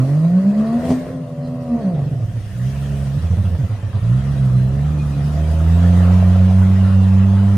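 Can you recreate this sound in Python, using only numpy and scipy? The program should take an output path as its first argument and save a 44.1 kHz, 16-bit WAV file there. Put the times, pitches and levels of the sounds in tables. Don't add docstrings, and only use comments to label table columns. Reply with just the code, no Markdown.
import sys
import numpy as np
from scipy import signal
from scipy.fft import rfft, irfft, next_fast_len
from scipy.io import wavfile
from scipy.ndimage import uniform_filter1d, map_coordinates

SR = 44100
rng = np.random.default_rng(int(sys.argv[2]) if len(sys.argv) > 2 else 0)


def wrap_up_sound(samples):
    columns = np.atleast_2d(samples).T
    tamed = np.clip(columns, -1, 1)
    steps = np.round(tamed * 32767).astype(np.int16)
    wavfile.write(sys.argv[1], SR, steps)


N = 333837
TIME = np.arange(N) / SR

# time_s, firing_hz, tone_db, overtone_db
NEAR_REV = [(0,124.5,-16.5,-40.5),(.2,156.5,-15.5,-42.5),(.38,186.4,-12,-39),(.51,202.5,-16.5,-39),(.6,214.4,-14,-36),(.68,224,-19.5,-37),(.76,236,-16,-37),(.82,242,-24,-36),(.87,251.3,-26,-31.5),(.925,253.3,-15.5,-33.5),(.985,254.3,-17.5,-50),(1.02,254.7,-31,-41),(1.13,261.4,-29.5,-40.5),(1.35,245.5,-35,-42),(1.55,249.7,-27.5,-39),(1.65,245.4,-31,-40.5),(1.76,234.7,-17.5,-35.5),(1.8,230.5,-32,-36.5),(1.84,199.7,-21.5,-37),(1.87,190.1,-16,-34),(1.94,164.9,-18.5,-39)]
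# time_s, level_db
GAS_RUSH = [(0,-40),(.25,-42.5),(.55,-41.5),(.81,-38.5),(.9,-35),(1,-41),(1.1,-43),(1.2,-49.5),(1.6,-48.5),(1.85,-42.5),(2.05,-50),(2.4,-51.5),(3,-45),(3.8,-45.5),(4.35,-42.5),(4.6,-44),(5.5,-41),(6.05,-35.5),(6.45,-38.5),(7.57,-40)]
# start_s, length_s, peak_db, firing_hz
STUMBLES = [(1.937,0.036,-13,150),(1.977,0.041,-12.5,141),(2.019,.037,-13.5,136),(2.061,.033,-11.5,140.4),(2.112,0.037,-11,131.6),(2.153,.046,-15,123.3),(2.204,0.06,-13,112.5),(2.28,0.042,-17,111),(2.338,0.079,-15.5,112.6),(2.412,0.13,-22,102),(3.177,.042,-15.5,88.3),(3.226,0.071,-11.5,84.3),(3.3,0.066,-9,88.5),(3.371,0.06,-10,95.5),(3.439,0.062,-10.5,91.6),(3.505,.073,-12.5,85),(3.587,0.053,-12.5,132),(3.631,.041,-12,94),(3.694,0.072,-13.5,106),(3.768,0.072,-24.5,90),(3.83,.055,-15,102),(3.883,.045,-22,99),(3.936,0.066,-11,99.3)]


def amp(db):
    return 10 ** (np.asarray(db) / 20)


def unit_rms(x):
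    return x / np.sqrt(np.mean(x ** 2) + 1e-20)


def response(points, hz):
    f, value = np.transpose(points)
    return np.interp(np.log(hz + 1), np.log(f + 1), value)


def curves(rows):
    s, *columns = np.transpose(rows)
    return [np.interp(TIME, s, c) for c in columns]


def add(mix, start_s, sound):
    part = mix[max(round(start_s * SR), 0):][:len(sound)]
    part += sound[:len(part)]


def colour(x, points):
    size = next_fast_len(N + 4096)
    gain = amp(response(points, np.fft.rfftfreq(size, 1 / SR)))
    return unit_rms(irfft(rfft(x, size) * gain, size)[..., :N])


def wander(per_s):
    knots = rng.standard_normal(8192)
    path = map_coordinates(knots, [TIME[::16] * per_s + 8], order=3, mode="wrap")
    return unit_rms(path).repeat(16)[:N]


def flutter(per_s):
    return uniform_filter1d(uniform_filter1d(wander(per_s), size=16), size=32)


def throttle(rows, fade_s):
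    start, end = rows[0][0], rows[-1][0]
    opening = np.clip((TIME - start) / fade_s + .5, 0, 1) if start > fade_s else 1
    closing = np.clip((end - TIME) / fade_s + .5, 0, 1) if end < TIME[-1] - .1 else 1
    return np.sin(np.pi / 2 * opening * closing) ** 2


def firings(hz, jitter):
    return np.cumsum(hz * (1 + jitter * wander(70))) / SR


def near_rev(flutter_db=2.5, shimmer_db=1.5, rough_rad=.16, light_load_db=-40):
    # order, level_db, growth_db_per_db
    crank_orders = [(1,-3.5,1.7),(2,-1,1),(4,-7,1.7),(5,-5,0),(6,9,1),(7,4.5,0.33),(8,-4,2.14),(9,6,1),(10,-4.5,1.5),(11,-6,1.7),(12,6,1),(13,-9.5,1.5),(14,-8.5,0),(15,2.5,0.5)]
    # frequency_hz, gain_db
    pipe = [(45,-12),(65,-12),(78,-1),(140,3.5),(260,7.5),(305,-4),(370,-16.5),(430,-12),(510,-11),(560,-0.5),(590,-3),(620,-8),(660,1),(705,-3.5),(745,-15.5),(820,-36),(915,-15),(1000,-25.5),(1100,-10),(1300,-31)]
    hz, tone_db, overtone_db = curves(NEAR_REV)
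    cycles = firings(hz, jitter=0.00076)
    crank, crank_hz = cycles / 3, hz / 3
    sound = amp(tone_db + flutter_db * flutter(27.27)) * np.cos(2 * np.pi * cycles)
    for order, db, growth in crank_orders:
        load_db = light_load_db + growth * (overtone_db - light_load_db)
        gain = amp(load_db + db + response(pipe, order * crank_hz) + shimmer_db * flutter(18))
        sound += gain * np.cos(2 * np.pi * (order * crank + rng.random()) + rough_rad * flutter(160))
    gate = throttle(NEAR_REV, fade_s=0.025)
    beat = gate * np.cos(2 * np.pi * crank)
    return np.sqrt(2) * gate * sound, beat


def snarl(level_db=-11, shimmer_db=2, rough_rad=0.33, follow=1.6, full_rush_db=-40):
    # order, level_db
    high_orders = [(16,-6),(18,0),(19,1),(20,-5.5),(22,-7),(23,-1),(24,-0.5),(25,4.5),(26,-6),(28,-6),(30,-9),(33,-4.5),(36,-3.5)]
    crank = firings(curves(NEAR_REV)[0], jitter=0.002) / 3
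    sound = np.zeros(N)
    for order, db in high_orders:
        gain = amp(db + shimmer_db * flutter(22))
        sound += gain * np.cos(2 * np.pi * (order * crank + rng.random()) + rough_rad * flutter(130))
    load_db = follow * np.minimum(curves(GAS_RUSH)[0] - full_rush_db, 0)
    return throttle(NEAR_REV, fade_s=0.015) * amp(full_rush_db + load_db + level_db) * unit_rms(sound)


def exhaust_gas(beat, swell, far_roar_db=-41.5, coast_s=0.23, ring_hz=675, ring_width_hz=45):
    # frequency_hz, gain_db
    near_rumble, far_rumble = [(20,-28),(50,-23.5),(80,-10),(140,11),(220,-8),(300,-14),(400,-9.5),(700,-51),(2000,-99)], [(20,-10),(45,-4),(70,8),(120,8.5),(190,4.5),(260,-5.5),(340,-13.5),(600,-48.5),(2000,-87.5)]
    near_rasp, far_rasp = [(500,-23),(850,3),(1100,9.5),(1350,2.5),(1600,-0.5),(1880,2),(2200,-6.5),(2700,-5),(3500,-17.5),(4500,-8.5),(5300,-19),(15000,-33)], [(500,-21.5),(850,2),(1000,5.5),(1350,4.5),(1600,0.5),(1900,0.5),(2200,-5.5),(2700,-3.5),(3400,-8),(4300,-12.5),(7000,-21.5),(15000,-59.5)]
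    # frequency_hz, gain_db
    roar_spectrum = [(150,-1.5),(290,1),(360,-1),(470,2),(545,5.5),(595,0.5),(665,-1),(730,-2),(820,-9.5),(1100,-44),(2000,-48.5),(5000,-90)]
    # time_s, level_db
    rumble_levels = [(0,-36),(.8,-30),(1.6,-34.5),(2,-31),(2.4,-34),(3,-31),(3.3,-32),(3.8,-36),(4.1,-27.5),(4.6,-28),(5.7,-28.5),(6.2,-29.5),(7.57,-33.5)]
    # time_s, level_db
    ring_levels = [(0,-60.5),(2,-47.5),(2.5,-53),(2.85,-41.5),(3.2,-53),(5.1,-45.5),(5.9,-33.5),(6.55,-41),(7.57,-50.5)]

    def noise(spectrum, envelope=1):
        return colour(envelope * rng.standard_normal((2, N)), spectrum)

    rush_db, rumble_db, ring_db = (curves(rows)[0] for rows in (GAS_RUSH, rumble_levels, ring_levels))
    near = throttle(NEAR_REV, fade_s=0.025)
    far = 1 - near
    puffs = (1 + 0.079 * beat) * (1 + 2.9 * (swell - uniform_filter1d(swell, size=6000)))
    rumble = near * noise(near_rumble) + far * noise(far_rumble)
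    coasting = np.exp(-np.maximum(TIME - STUMBLES[0][0], 0) / coast_s)
    cough = uniform_filter1d(swell, size=2400) * amp(-22 + 13.5 * coasting)
    far_db = far_roar_db + 0.85 * (rush_db - rush_db.mean())
    flow = np.hypot(near * amp(rush_db + 4) + far * amp(far_db), cough)
    flicker = amp(0.5 * wander(45) - 0.26 * wander(12))
    roar = flow * (1 + .3 * beat) * noise(roar_spectrum, puffs * flicker)
    rasp = near * amp(-2) * noise(near_rasp, puffs) + far * noise(far_rasp, puffs)
    resonator = signal.iirpeak(ring_hz, ring_hz / ring_width_hz, fs=SR)
    drive = noise(roar_spectrum, puffs * amp(1.5 * wander(25)))
    ring = unit_rms(signal.lfilter(*resonator, drive))
    return amp(rumble_db) * rumble + roar + amp(ring_db) * ring + amp(rush_db) * rasp


def mud(grains_per_s=1500, grain_db=4.0, gust_db=0.74):
    # time_s, level_db
    spray_levels, spin_levels = [(0,-49.5),(.3,-54.5),(.75,-52.5),(.9,-44.5),(1.2,-60),(2.15,-57),(2.75,-48.5),(3.2,-50),(3.9,-55.5),(4.35,-51),(4.7,-53.5),(6,-46),(6.5,-49.5),(7.57,-52)], [(2.1,-65),(2.45,-52),(2.78,-47.5),(3.5,-58),(4.3,-57),(5,-73.5)]
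    # frequency_hz, gain_db
    hiss_spectrum = [(2000,-27),(3200,5),(4200,1),(5500,3),(6800,1),(7500,-2),(8600,0.5),(9800,2.5),(11000,-20.5),(13500,0.5),(15500,-20)]
    # frequency_hz, gain_db
    spin_spectrum = [(900,-18),(1400,2.5),(1820,10),(2200,2.5),(2800,8),(3400,-1.5),(4200,-24.5),(5500,-9.5),(6500,-22.5),(8000,-13.5),(15000,-29)]

    def soil(levels, spectrum, grit):
        hits = rng.random((2, N)) < grains_per_s / SR
        grains = hits * rng.standard_normal((2, N))
        grains *= amp(grain_db * np.minimum(rng.exponential(1, (2, N)), 4))
        hiss = rng.standard_normal((2, N)) + grit * unit_rms(grains)
        return amp(curves(levels)[0]) * colour(hiss * amp(gust_db * wander(35)), spectrum)

    return soil(spray_levels, hiss_spectrum, grit=0.23) + soil(spin_levels, spin_spectrum, grit=0.64)


def rattle(level_db=-11.5, first_rev_db=-5, far_db=-3, knocks_per_s=20, t60_s=0.083, detune=.04):
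    # pitch_hz, level_db
    panels = [(1270,2.5),(1830,2.5),(1960,2),(2760,-10),(2900,-11.5),(3280,-2),(3950,-1),(4600,-13),(4900,-4),(5400,-19.5),(5950,-9.5),(6800,-10)]
    t, out = np.arange(SR // 8) / SR, np.zeros((2, N))
    for hz, db in panels:
        for when, side, force, bend in rng.random((round(knocks_per_s * TIME[-1]), 4)):
            ring = np.sin(2 * np.pi * hz * (1 + detune * (2 * bend - 1)) * t)
            knock_db = db + 3 * min(-np.log(force), 2)
            add(out[round(side)], when * TIME[-1], ring * amp(knock_db - 60 * t / t60_s))
    away = np.interp(TIME, [4.5, 6], [0, 1])
    dip_db = far_db * away + first_rev_db * throttle(NEAR_REV, fade_s=.2)
    return amp(curves(GAS_RUSH)[0] + level_db + dip_db) * unit_rms(out)


def clanks(spread=0.15):
    # start_s, level_db, pitch_hz, t60_s
    strikes = [(.249,-26,537,0.045),(1.067,-25.5,491,0.53),(1.857,-51,3864,.07),(2.658,-55,1880,.044),(2.972,-45,2630,0.054),(3.216,-44,3200,.05),(3.271,-42,3350,0.05),(3.452,-41,2920,.12),(3.931,-36,1316,0.14),(3.954,-44,4100,0.13),(4.049,-44,1560,0.082),(4.848,-42,2530,0.068),(6.505,-44,3130,0.048)]
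    t, out = np.arange(SR // 4) / SR, np.zeros(N)
    for start, db, hz, t60 in strikes:
        modes = sum(np.sin(2 * np.pi * f * t) for f in hz * np.exp(spread * rng.standard_normal(6)))
        add(out, start, amp(db - 60 * t / t60) * unit_rms(modes) / 2)
    return out


def backfire(thump_hz=165, thump_s=0.0049, crack_s=0.015, rise_s=0.0017, low_cut_hz=55):
    # start_s, thump_db, crack_db
    bangs = [(.851,-19,-23),(0.892,-20,-20.5),(0.9028,-7,-19),(0.9156,-13,-24)]
    # frequency_hz, gain_db
    spectrum = [(40, -4), (80, 16), (300, 11.5), (700, 15), (1100, -12), (3000, -16), (4600, -19),
                (9000, -25.5), (15000, -58)]
    t, thumps, cracks = np.arange(SR // 6) / SR, np.zeros(N), np.zeros(N)
    thump = -np.sin(2 * np.pi * thump_hz * t) * 2 * t / thump_s * np.exp(1 - 2 * t / thump_s)
    for start, thump_db, crack_db in bangs:
        add(thumps, start, amp(thump_db) * thump)
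        add(cracks, start, amp(crack_db) * np.minimum(t / rise_s, 1) * np.exp(-t / crack_s))
    crunch = cracks * colour(rng.standard_normal(N), spectrum)
    return signal.sosfilt(signal.butter(2, low_cut_hz, "high", fs=SR, output="sos"), thumps + crunch)


def second_car(flutter_db=2):
    hz, db = curves([(0, 163.5, -70.5), (.9, 167.8, -46), (1.05, 157.8, -32.5), (1.25, 152.4, -30),
                     (1.45, 143.1, -28), (1.62, 128.1, -30.5), (1.8, 127, -45), (2.1, 130.5, -56)])
    gain = np.sqrt(2) * amp(db + flutter_db * flutter(37))
    return gain * np.cos(2 * np.pi * firings(hz, jitter=0.054))


def scrape(start_s=1.39, length_s=.13, peak_db=-56):
    # frequency_hz, gain_db
    spectrum = [(3000, -35), (3900, -14), (4150, 2), (4480, -12), (4680, -4), (4900, -19), (5130, -6),
                (5500, -28), (8000, -50)]
    envelope = np.zeros(N)
    add(envelope, start_s, amp(peak_db) * np.hanning(round(length_s * SR)))
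    return envelope * colour(rng.standard_normal(N), spectrum)


def afterfires(ring_s=0.0047, spit_s=0.0055, spit_db=-6):
    # start_s, level_db, ring_hz
    pops = [(1.843,-27,690),(1.992,-25,647),(2.075,-29,640),(3.372,-31,567),(3.383,-27,653),(3.44,-31,527),(3.549,-24,614),(5.375,-26,663.6),(5.95,-28,771),(6.005,-18.5,690),(6.028,-23,670),(6.105,-26,790),(6.225,-18.5,666.4),(6.507,-22,708.7),(7.334,-26,655)]
    # frequency_hz, gain_db
    spectrum = [(100, -16), (300, -3.5), (700, 6), (1000, -13.5), (2500, -20.5), (6000, -34.5),
                (15000, -65.5)]
    t, rings, spits = np.arange(SR // 12) / SR, np.zeros(N), np.zeros(N)
    rise = 1 - np.exp(-(t / .001) ** 2)
    for start, db, hz in pops:
        add(rings, start, amp(db) * rise * np.sin(2 * np.pi * hz * t) * np.exp(-t / ring_s))
        add(spits, start, amp(db + spit_db) * rise * np.exp(-t / spit_s))
    return rings + spits * colour(rng.standard_normal(N), spectrum)


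def stumbles(roundness=0.44, skew=0.66, trim_db=-1, sag=0.15, burble=.24):
    # frequency_hz, gain_db
    octave_response = [(165,-12),(190,-9.5),(215,-33),(260,-19.5),(310,-24)]
    # frequency_hz, gain_db
    spectrum = [(25, -25.5), (60, 5), (80, 12), (125, 26), (180, 1), (260, 1), (400, -30.5), (1500, -100)]
    swell, pulses = np.zeros(N), np.zeros(N)
    for start, length, db, hz in STUMBLES:
        u = np.linspace(0, 1, round(length * SR))
        arch = amp(db + trim_db) * np.abs(np.sin(np.pi * u ** skew)) ** roundness
        phase = 2 * np.pi * np.cumsum(hz * (1 + sag * (.5 - u))) / SR
        octave = amp(response(octave_response, 2 * hz)) * np.cos(2 * phase)
        add(pulses, start, -arch * (np.sin(phase) + octave))
        add(swell, start, arch / 2)
    return pulses + burble * swell * colour(rng.standard_normal(N), spectrum), swell


def far_pulls(flutter_db=0.66, shimmer_db=3.2, lag_rad=0.36, rough_rad=.062, labour_db=-4, third_db=-8):
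    # time_s, firing_hz, load_db
    pulls = [
        [(2.54,119,-10.5),(2.62,123.1,-4),(2.72,136.7,-7.5),(2.92,141.3,-3),(3.1,135.4,-4.5),(3.19,146,-3)],
        [(4.02,107.7,-1.5),(4.16,128.7,-1.5),(4.31,140.4,-1.5),(4.5,126.5,0),(4.66,128,-1),(4.9,151.9,-1),(5.16,140.2,-2.5),(5.42,154.2,-1),(5.63,161,-0.5),(5.8,174.1,0),(6.12,181.2,0.5),(6.75,190.4,0),(7.1,190.9,0.5),(7.57,199.2,1.5)],
    ]
    # frequency_hz, level_db
    boom, overtones = [(60,-32),(68,-24.5),(75,-20.5),(80,-12),(93,-11),(102,-15),(128,-13.5),(138,-17.5),(146,-16.5),(158,-22),(177,-15.5),(196,-17.5),(215,-23),(238,-31.5),(260,-22),(278,-34.5)], [(250,-39.5),(285,-38.5),(320,-44),(365,-48),(410,-43),(470,-54),(545,-41.5),(600,-51.5),(660,-49.5),(740,-48.5),(810,-56),(880,-52.5),(1100,-64)]
    out, beat = np.zeros(N), np.zeros(N)
    for rows in pulls:
        hz, load_db = curves(rows)
        bank = np.pi * firings(hz, jitter=0.0043)
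        labour = np.clip((160 - hz) / 30, 0, 1)
        partials = np.cos(bank - lag_rad), np.cos(2 * bank), amp(third_db) * np.sin(3 * bank)
        sound = np.zeros(N)
        for order, partial in enumerate(partials, 1):
            db = load_db + response(boom, order * hz / 2)
            sound += amp(db + flutter_db * (1 + labour) * flutter(22)) * partial
        for order in range(4, 12):
            db = load_db + response(overtones, order * hz / 2) + labour_db * labour
            phase = order * bank + 2 * np.pi * rng.random() + rough_rad * order * flutter(90)
            sound += amp(db + shimmer_db * flutter(14)) * np.cos(phase)
        gate = throttle(rows, fade_s=0.016)
        out += np.sqrt(2) * gate * sound
        beat += gate * np.cos(bank)
    return out, beat


def edge_squeals(waver=0.003):
    # start_s, length_s, top_hz, level_db, sag_fraction
    squeals = [(4.464,0.29,4110,-60,.02),(4.965,0.083,2456,-49,0.015),(5.114,0.054,2450,-57,0.0089),(6.63,0.57,3660,-63,0.11)]
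    out = np.zeros(N)
    for start, length, top_hz, db, sag in squeals:
        u = np.linspace(-1, 1, round(length * SR))
        hz = top_hz * (1 - sag * u ** 2 + waver * wander(70)[:len(u)])
        add(out, start, 2 * amp(db) * np.hanning(len(u)) * np.sin(2 * np.pi * np.cumsum(hz) / SR))
    return out


def body_squeal(waver=.004, flutter_db=2.0):
    hz, db = curves([(6.6, 2750, -85), (6.76, 2790, -63), (6.93, 2770, -54), (7.13, 2690, -58),
                     (7.25, 2660, -85)])
    gain = np.sqrt(2) * amp(db + flutter_db * flutter(30))
    return gain * np.cos(2 * np.pi * np.cumsum(hz * (1 + waver * wander(70))) / SR)


def grandstand(x, t60_s=0.93, delay_s=0.047, low_cut_hz=380):
    t = np.arange(SR // 2) / SR
    taps = rng.standard_normal((2, len(t))) * (rng.random((2, len(t))) < .04)
    taps *= (t > delay_s) * amp(-60 * t / t60_s)
    low_cut = signal.butter(2, low_cut_hz, "high", fs=SR, output="sos")
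    taps = signal.sosfilt(low_cut, taps / np.linalg.norm(taps[0]))
    return signal.fftconvolve(x[None], taps, axes=1)[:, :N]


def stereo_spread(x):
    # frequency_hz, correlation
    likeness = [(60,1),(300,1.06),(630,0.9),(1400,0.36),(3000,0.31),(5500,0),(9000,0.35),(15000,-0.2)]
    # frequency_hz, left_minus_right_db
    balance = [(60, -11.5), (150, 1), (380, 0), (940, 2.5), (2340, 2), (5860, 0), (14600, 0.0)]
    size = next_fast_len(N)
    hz = np.fft.rfftfreq(size, 1 / SR)
    left, other = rfft(x, size)
    alike = np.clip(response(likeness, hz), -1, 1)
    right = alike * left + np.sqrt(1 - alike ** 2) * other
    lean = amp(response(balance, hz) / 2)
    return irfft(np.array([left * lean, right / lean]), size)[:, :N]


def treble_flicker(x, from_hz=800, patch_db=2.6):
    hz, _, frames = signal.stft(x, SR, nperseg=1024, noverlap=768)
    patches = uniform_filter1d(rng.standard_normal(frames.shape[1:]), size=6, axis=0)
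    patches = unit_rms(uniform_filter1d(patches, size=9, axis=1))
    gain = amp(patch_db * np.clip(hz / from_hz - .5, 0, 1)[:, None] * patches)
    gain /= np.sqrt(np.mean(gain ** 2, axis=1, keepdims=True))
    return signal.istft(frames * gain, SR, nperseg=1024, noverlap=768)[1][:, :N]


def scene(echo_db=-11):
    # time_s, left_minus_right_db
    direction = [(0,-2.5),(.8,0.8),(1.7,-0.5),(2.4,-2.5),(4,-2.5),(5.7,-2),(7.57,-1.74)]
    rev, near_beat = near_rev()
    pulls, far_beat = far_pulls()
    bursts, swell = stumbles()
    engines = rev + pulls + bursts + snarl() + backfire() + afterfires() + second_car()
    direct = engines + clanks() + edge_squeals() + scrape() + body_squeal()
    pan_db = curves(direction)[0]
    placed = direct * amp(np.array([pan_db, -pan_db]) / 2)
    echo = amp(echo_db) * grandstand(direct)
    diffuse = exhaust_gas(near_beat + far_beat, swell) + mud() + rattle()
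    return placed + echo + treble_flicker(stereo_spread(diffuse))


def record(dry, low_cut_hz=27, high_cut_hz=15250):
    size = next_fast_len(N + 4096)
    hz = np.fft.rfftfreq(size, 1 / SR)
    low_cut = hz ** 3 / np.hypot(hz ** 3, low_cut_hz ** 3)
    trimmed = irfft(rfft(dry, size) * low_cut, size)[:, :N]
    high_cut = signal.firwin(511, high_cut_hz, window=("kaiser", 9), fs=SR)
    return signal.oaconvolve(trimmed, high_cut[None], "same")


dry = scene()
out = record(dry)
wrap_up_sound(out)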